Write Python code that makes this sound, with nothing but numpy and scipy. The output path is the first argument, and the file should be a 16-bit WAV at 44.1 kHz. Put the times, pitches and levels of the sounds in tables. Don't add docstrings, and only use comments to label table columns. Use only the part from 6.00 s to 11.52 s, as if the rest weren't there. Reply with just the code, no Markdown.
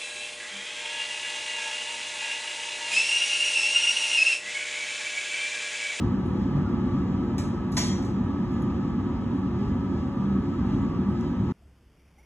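import sys
import numpy as np
from scipy import signal
from scipy.fft import rfft, irfft, next_fast_len
from scipy.io import wavfile
from scipy.ndimage import uniform_filter1d

SR = 44100
rng = np.random.default_rng(int(sys.argv[2]) if len(sys.argv) > 2 else 0)


def pcm_store(signal):
    levels = np.round(np.clip(np.atleast_2d(signal), -1, 1) * 32767)
    wavfile.write(sys.argv[1], SR, levels.astype(np.int16).T)


def attenuation_scalar(level_db):
    decades = np.asarray(level_db, float) / 20
    return 10 ** decades


N = 243649
SIZE = next_fast_len(N + SR)
HZ = np.maximum(np.arange(SIZE // 2 + 1) * SR / SIZE, 1)

# pitch_hz, t60_s
HALL_DECAY = [(500, 1), (2000, 0.67), (5000, 0.53), (9000, 0.31), (14000, 0.13)]
HALL_DB, HALL_COLOUR = -35, 0.71
# pitch_hz, lead_half_turns
LEFT_LEAD = [(20, 0), (300, -.06), (900, .03), (1800, .1), (2300, .42), (3600, .45), (4830, 1), (6900, 2),
             (9000, 3), (15000, 6)]
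# pitch_hz, power_share
APART = [(30, 0.02), (100, 0), (350, 0.05), (600, 0.3), (1200, 0.09), (2100, 0.4), (3200, 0.4),
         (4500, 0.05), (6000, 0.26), (12000, 0.3)]
LEFT_DB = -0.01

# time_s, level_db
FLAME = [(0.0, -24), (0.519, -25), (0.57, -22.5), (0.609, -24), (0.91, -24), (0.98, -24), (1.03, -24.5),
         (1.45, -24.5), (1.61, -25.5), (1.97, -25), (3.31, -25), (4.011, -25.5), (4.14, -26.5), (4.21, -25),
         (4.57, -25.5), (4.6, -24), (5.52, -25.5)]
LAYER_EDGES_HZ = [70, 120, 175, 215, 300, 420, 2200, 4700, 8200]
FLAME_SHARES = [0.92, 1, 0.95, 1, .2]
# pitch_hz, level_db per Hz
ROAR = [(22, -88), (45, -59.5), (70, -55.5), (285, -56.5), (315, -66.5), (400, -68.5), (470, -77),
        (640, -78), (900, -73), (1300, -75.5), (1400, -86), (2100, -89), (3400, -93.5), (5100, -99.5)]
# pitch_hz, level_db
HISS = [(5100, -2), (5600, -2.5), (7300, -8.5), (7700, -13), (9000, -13), (9600, -15.5), (12000, -17),
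        (14300, -22.5), (15000, -26.5), (15400, -45.5)]
# pitch_hz, width_hz, lift_db
RESONANCES = [(91.3, 32, 3), (154, 7.2, 1.5), (175.7, 25.7, -5), (192.7, 12.5, 10.5), (214, 8.1, -15),
              (229.2, 29, 7), (277, 6.9, 4), (351.8, 27.3, 12.5), (483.7, 12, 7.5), (541, 24, 9),
              (598, 19, 7),
              (763, 70, 3), (848, 27, 8.5), (940, 15, 2.5), (966, 33, 6.5), (1073, 38, -4), (1141, 24, 10),
         (1191, 16, 8.5), (1232, 13, -0.5), (1283, 40, 10), (1418, 27, 10), (1552, 33, 9), (1667, 27, 8.5),
         (1704, 30, 12), (1796, 40, 7), (1856, 27, 8), (1950, 60, -7.5), (2006, 35, 8.5), (2020, 21, 2.5),
         (2160, 33, -1), (2550, 18, 4), (2770, 19, 7.5), (3076, 30, 9), (3292, 54, 7.5), (3870, 54, 6),
         (4980, 280, 5.5), (6800, 170, 4), (8400, 300, 1)]
# centre_s, lift_db
GULPS = [
    (.08, 5),
    (.57, 1),
    (.96, 5.5),
    (1.75, 1),
    (2.22, 1.5),
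    (3.7, 6.5),
    (4.62, 1.5),
    (5.42, 5.5),
]
# centre_s, lift_db
LULLS = [(.3, 2), (1.15, 0.2), (1.46, -4), (1.72, -2.5), (1.98, 1.5), (2.2, 0), (2.85, -1), (3.15, -3),
         (3.41, -1.5), (3.8, 0.8), (4.14, -4.5), (4.45, 1.5), (4.85, 3.3), (5.12, 0.5), (5.38, 0)]
# centre_s, lift_db
SMALL_CHAMBER_LULLS = [(.33, -4), (.8, 2), (1.2, -0.5), (1.8, 0), (2.4, 0), (3.0, 0.2), (3.52, -4.5),
                       (4.0, 3), (4.6, -1), (5.2, -3)]
# centre_s, lift_db
SURGES = [(0, 5), (.42, 3), (.95, 2), (2.55, 3), (2.75, 2), (3.64, 4), (4.0, 3), (4.25, 2), (4.5, 2),
          (4.74, 4.5), (5.24, 4), (5.5, 3)]
SURGE_SHARES = [.4, 1.3, .6]
GULP_S, LULL_S, SURGE_S = 0.034, 0.07, 0.06
CALM_HISS_DB = -3

# centre_s, level_db, pitch_hz, half_length_s
BOOMS = [(.0002, -22.5, 320, 0.0031), (0.362, -42.5, 500, 0.039), (0.438, -34, 55, 0.075),
         (.57, -21, 145, 0.038), (0.957, -29.5, 120, 0.033), (1.272, -42, 470, 0.048),
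         (2.1, -33.5, 230, .05), (2.653, -47.5, 520, 0.075), (3.305, -35.5, 188, 0.047),
         (3.455, -24, 274, 0.02), (3.651, -36.5, 402, 0.039), (4.12, -46, 560, 0.044),
         (4.25, -27.5, 197, 0.084), (4.619, -25.5, 73, 0.021), (4.76, -33, 48, 0.058),
         (5.091, -23, 204, 0.034), (5.303, -27, 174, 0.035), (4.2, -42.5, 1200, 0.045),
         (.75, -46, 1160, 0.11), (2.6, -46.5, 1210, 0.13), (1.856, -36, 233.3, 0.023),
         (1.4, -47.5, 590, 0.067), (4.9, -43.5, 1131, 0.044), (5.35, -48, 522, 0.074), (4.3, -28, 197, .06),
         (1.1, -29.5, 255, 0.044), (1.8, -30, 200, 0.032), (4.72, -32, 130, 0.037), (2.7, -31, 280, .025),
         (2.67, -33, 198, .03), (2.85, -32, 150, 0.055), (.3, -33.5, 150, .05)]
# pitch_hz, width_hz, level_db
WHISTLES = [(5100, 250, -77), (7100, 250, -82), (8500, 250, -88)]
# start_s, level_db, pitch_hz, width_hz, length_s
TICKS = [(0.65, -50, 1388, 24, 0.035), (0.258, -67.5, 9900, 1200, 0.048), (0.43, -64, 5300, 260, 0.022),
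         (0.527, -74, 8500, 806, 0.016), (2.7, -56, 2600, 610, 0.01), (2.24, -73.5, 9400, 880, 0.061),
         (2.522, -65, 10500, 2500, 0.012), (2.53, -64.5, 6900, 400, 0.03), (2.62, -64, 11100, 650, 0.0091),
         (2.618, -60, 6700, 500, 0.013), (5.09, -66, 8450, 300, .045), (5.2095, -48, 4600, 4000, 0.0026),
         (1.38, -58, 14700, 1800, .008), (1.384, -61.5, 14500, 1500, .025),
         (5.2095, -60.5, 9000, 5000, .0015), (1.718, -57.5, 10800, 1500, .012),
         (5.305, -77, 8500, 400, 0.085), (5.367, -74, 9000, 6000, 0.0092)]

# start_s, crack_db, bright_edge_db, rattle_s, ring_freedom (0-1)
BLOWS = [
    (1.38, -29, -46, 0.11, 0.1),
    (1.718, -40, -54, 0.11, 0.4),
    (1.745, -55, -47, 0.097, 0.6),
    (1.7662, -18.5, -60, 0.1, 0.85),
    (1.774, -18.5, -55, 0.037, 0.8),
    (1.803, -30.5, -65, 0.13, 0.35),
    (1.841, -33, -67, 0.16, 0.1),
    (1.871, -35.5, -71, 0.09, 0.1),
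    (2.02, -49, -57, 0.14, 0),
    (2.045, -46.5, -61, 0.14, 0.2),
]
TONGS_HZ = [587, 690, 870, 1025, 1610, 1880, 2066, 2306, 2917, 3243, 3646, 3771, 4030, 4535, 4710, 4770,
            5146, 5286, 5600, 5825, 6008, 6250, 6385, 6510, 6586, 6760, 7108, 7935, 8200, 8533, 9010, 9518,
            9800, 10910, 11950, 14400]
# level_db, t60_s
TONGS_MODES = [(0, 0.14), (-6, 0.1), (-6, .06), (2.5, 0.077), (-8.5, 0.2), (-21, .1), (-8.5, 0.23),
               (-5, .15), (-17, 0.17), (-2, 0.27), (-19.5, 0.21), (-12, .2), (-2, 0.19), (-10, .2),
               (-6, .2), (-8, .2), (2.5, .27), (2.5, 0.42), (-10.5, .25), (1, 0.43), (-0.5, .33),
               (-2.5, 0.28), (-10, .2), (-8.5, .2), (4.5, .2), (-16, .15), (0, .2), (-12, 0.25), (-11, .15),
               (-14, .15), (-14, .2), (-14.5, .1), (-2, 0.2), (-16.5, .15), (-10, 0.14), (-3, 0.17)]
# pitch_hz, level_db
CRACK = [(450, -15), (650, -1), (1300, -8.5), (2000, 0.5), (3000, -6.5), (4000, 1), (6500, 0.5), (9800, -6),
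         (11000, -14), (13000, -22), (14300, -33), (14600, -55)]
# pitch_hz, level_db
BRIGHT_EDGE = [(1500, -14.5), (4000, -13), (7000, 0), (10000, 5), (12000, -8), (14300, -6), (14600, -35),
               (16000, -45)]
RING_DB = -42
RATTLE_DB, CONTACT_S, RISE_S = 2.5, 0.0015, 0.0035

# pitch_hz, level_db
WEAKER_LOST = [(4000, -33), (4430, -9.5), (4900, -10), (5400, -15), (6600, -4), (9000, -4), (11300, -3.5),
               (12000, -6), (13000, -4.5), (14100, -7), (15000, -6)]
# pitch_hz, level_db
FAINT_LOST = [(7000, -16), (10000, -5.5), (12000, 0), (13400, 2.5), (14100, 2.5), (14800, 8), (15500, 14)]
# pitch_hz, level_db
MASKING = [(7000, -3), (10500, -3), (11500, -4), (12200, -5), (13400, -6), (14100, -14), (14800, 0)]


def along(points, log=True):
    hz, value = np.transpose(points)
    if log:
        return np.interp(np.log(HZ), np.log(hz), value)
    return np.interp(HZ, hz, value)


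def filtered(x, response):
    return irfft(rfft(x, SIZE) * response, SIZE)[..., :N]


def split(edge_hz):
    return 1 / (1 + (HZ / edge_hz) ** 8)


def evened(x, span_s):
    power = uniform_filter1d(np.mean(x ** 2, axis=0), int(span_s * SR))
    return x * np.sqrt(np.mean(power) / power)


def swells(rows, width_s):
    t = np.arange(N) / SR
    return sum(db * np.exp(-.5 * ((t - s) / width_s) ** 2) for s, db in rows)


def in_stereo(shared, own):
    apart = np.clip(along(APART), 0, 1) * (1 - split(110))
    return filtered(shared, np.sqrt(1 - apart)) + filtered(own, np.sqrt(apart))


def hall(seconds=1):
    t = np.arange(seconds * SR) / SR
    white = rng.standard_normal((3, SIZE))
    out, below = 0, 0
    for hz, t60 in HALL_DECAY:
        upto = split(hz * 1.5) if hz < 12000 else 1
        band = filtered(white, np.sqrt(upto - below))[:, :len(t)]
        out = out + band * attenuation_scalar(-60 * t / t60)
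        below = upto
    return out


def flame_colour(echoes):
    resonances = RESONANCES
    lift_db = sum(db / (1 + (2 * (HZ - hz) / width) ** 2) for hz, width, db in resonances)
    standing = np.abs(rfft(echoes[0, :int(.12 * SR)], SIZE)) ** 2
    standing = standing / uniform_filter1d(standing, int(150 * SIZE / SR))
    depth = HALL_COLOUR * (1 - split(3500))
    return attenuation_scalar(along(ROAR) + along(HISS) + lift_db) * np.sqrt(1 - depth + depth * standing)


def flame_levels():
    s, strength_db = np.transpose(FLAME)
    swing = np.interp(np.arange(N) / SR, s, strength_db - np.mean(strength_db))
    rumble, roar, jet, hiss, top = np.outer(FLAME_SHARES, swing)
    low, high, highest = np.outer(SURGE_SHARES, CALM_HISS_DB + swells(SURGES, SURGE_S))
    thumping = rumble + swells(GULPS, GULP_S)
    chamber = roar + swells(LULLS, LULL_S)
    small_chamber = roar + swells(SMALL_CHAMBER_LULLS, LULL_S)
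    return [thumping] * 3 + [chamber] * 2 + [small_chamber, jet, hiss + low, hiss + high, top + highest]


def burners(echoes):
    white = rng.standard_normal((3, N)) * np.sqrt(SR / 2)
    noise = rfft(in_stereo(white[0], white[1:]), SIZE) * flame_colour(echoes)
    shares = [split(hz) for hz in LAYER_EDGES_HZ] + [1]
    out, below = 0, 0
    for upto, db in zip(shares, flame_levels()):
        layer = irfft(noise * np.sqrt(upto - below), SIZE)[:, :N]
        out = out + evened(layer, span_s=0.38) * attenuation_scalar(db)
        below = upto
    return out


def booms():
    t, out = np.arange(N) / SR, 0
    for s, db, hz, length in BOOMS:
        bell = np.exp(-.5 * ((t - s) / length) ** 2)
        out = out + attenuation_scalar(db) * bell * np.cos(2 * np.pi * hz * (t - s))
    return out


def whistles():
    out, white = 0, rng.standard_normal((len(WHISTLES), 2, N))
    for (hz, width, db), (breath, chance) in zip(WHISTLES, white):
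        tone = filtered(breath, 1 / (1 + (2 * (HZ - hz) / width) ** 2))
        swell = filtered(chance, split(5.0))
        out = out + attenuation_scalar(db + 5 * swell / np.std(swell)) * tone / np.std(tone)
    return out


def ticks():
    out, white = np.zeros(N), rng.standard_normal(N)
    t = np.arange(int(.25 * SR)) / SR
    for s, db, hz, width, length in TICKS:
        i = int(s * SR)
        r = np.exp(-np.pi * width / SR)
        resonance = [1, -2 * r * np.cos(2 * np.pi * hz / SR), r * r]
        puff = white[i:i + len(t)] * np.exp(-(t[:N - i] / length) ** 2)
        for _ in range(2):
            puff = signal.lfilter([1, 0, -1], resonance, puff)
        out[i:i + len(t)] += attenuation_scalar(db + 8.0) * puff / np.max(np.abs(puff))
    return out


def tongs():
    ring, bursts = np.zeros(N), np.zeros((2, N))
    white = rng.standard_normal((2, N))
    contacts = uniform_filter1d(rng.standard_normal(N), int(CONTACT_S * SR))
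    white = white * attenuation_scalar(RATTLE_DB * (contacts / np.std(contacts) - .5))
    uneven = rng.standard_normal((len(BLOWS), len(TONGS_MODES)))
    t = np.arange(int(.6 * SR)) / SR
    for (s, crack_db, edge_db, rattle, free), chances in zip(BLOWS, uneven):
        span = slice(int(s * SR), int(s * SR) + len(t))
        fade = attenuation_scalar(-60 * t / rattle) * np.minimum(t / RISE_S, 1)
        bursts[:, span] += attenuation_scalar(np.array([[crack_db], [edge_db]])) * fade * white[:, span]
        for hz, (db, t60), chance in zip(TONGS_HZ, TONGS_MODES, chances):
            r, w = attenuation_scalar(-60 / (t60 * SR)), 2 * np.pi * hz / SR
            strength = min(free, 1) * attenuation_scalar(crack_db + RING_DB + db + 2 * chance)
            shake = strength * fade * white[0, span]
            mode = [1, -2 * r * np.cos(w), r * r]
            ring[span] += signal.lfilter([0, np.sin(w)], mode, shake + 1e-18)
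    crack = filtered(bursts[0], attenuation_scalar(along(CRACK)))
    edge = filtered(bursts[1], attenuation_scalar(along(BRIGHT_EDGE)))
    return filtered(ring, split(14800) ** 2) + crack + edge


def scene():
    echoes, heavy, light = hall(), tongs(), ticks()
    wet = filtered(heavy + .35 * light, rfft(echoes, SIZE)) * attenuation_scalar(HALL_DB)
    furnaces = burners(echoes) * attenuation_scalar([[LEFT_DB], [-LEFT_DB]])
    shared = heavy + light + whistles() + booms() + wet[0]
    return furnaces + in_stereo(shared, wet[1:])


def thinned(pair):
    hz, _, frames = signal.stft(pair, SR, nperseg=2048)
    edges = np.r_[0, 160, 176, 196, 216, 240, 264, 292, 320:len(hz):32]
    widths = np.diff(np.r_[edges, len(hz)])
    bands = np.repeat(np.arange(len(edges)), widths)
    centres = hz[(edges + widths // 2)[bands]]

    def ratio(table):
        return attenuation_scalar(2 * np.interp(centres, *np.transpose(table), left=-200))[:, None]

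    lines = np.abs(frames) ** 2
    power = np.add.reduceat(lines, edges, axis=1)[:, bands] / widths[bands, None]
    usual = np.median(power.sum(axis=0), axis=1, keepdims=True)
    ringing = lines[:, (hz > 4000) & (hz < 8000)].sum(axis=(0, 1))
    usual = usual * np.maximum(1, ratio(MASKING) * ringing / np.median(ringing))
    strong_side = power > ratio(WEAKER_LOST) * power[::-1]
    strong_line = lines > ratio(FAINT_LOST) * usual / 2
    return signal.istft(frames * strong_side * strong_line, SR)[1][:, :N]


def low_pass(x):
    return signal.sosfilt(signal.butter(12, 15900, fs=SR, output="sos"), x)


def record(dry):
    fade_out = np.minimum(np.arange(N)[::-1] / (0.0039 * SR), 1)
    half_lead = .5j * np.pi * along(LEFT_LEAD, log=False)
    left, right = filtered(dry * fade_out, np.exp(half_lead * np.array([[1], [-1]])))
    total, difference = thinned(np.array([left + right, left - right]) / 2)
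    return low_pass(np.array([total + difference, total - difference]))


dry = scene()
out = record(dry)
pcm_store(out)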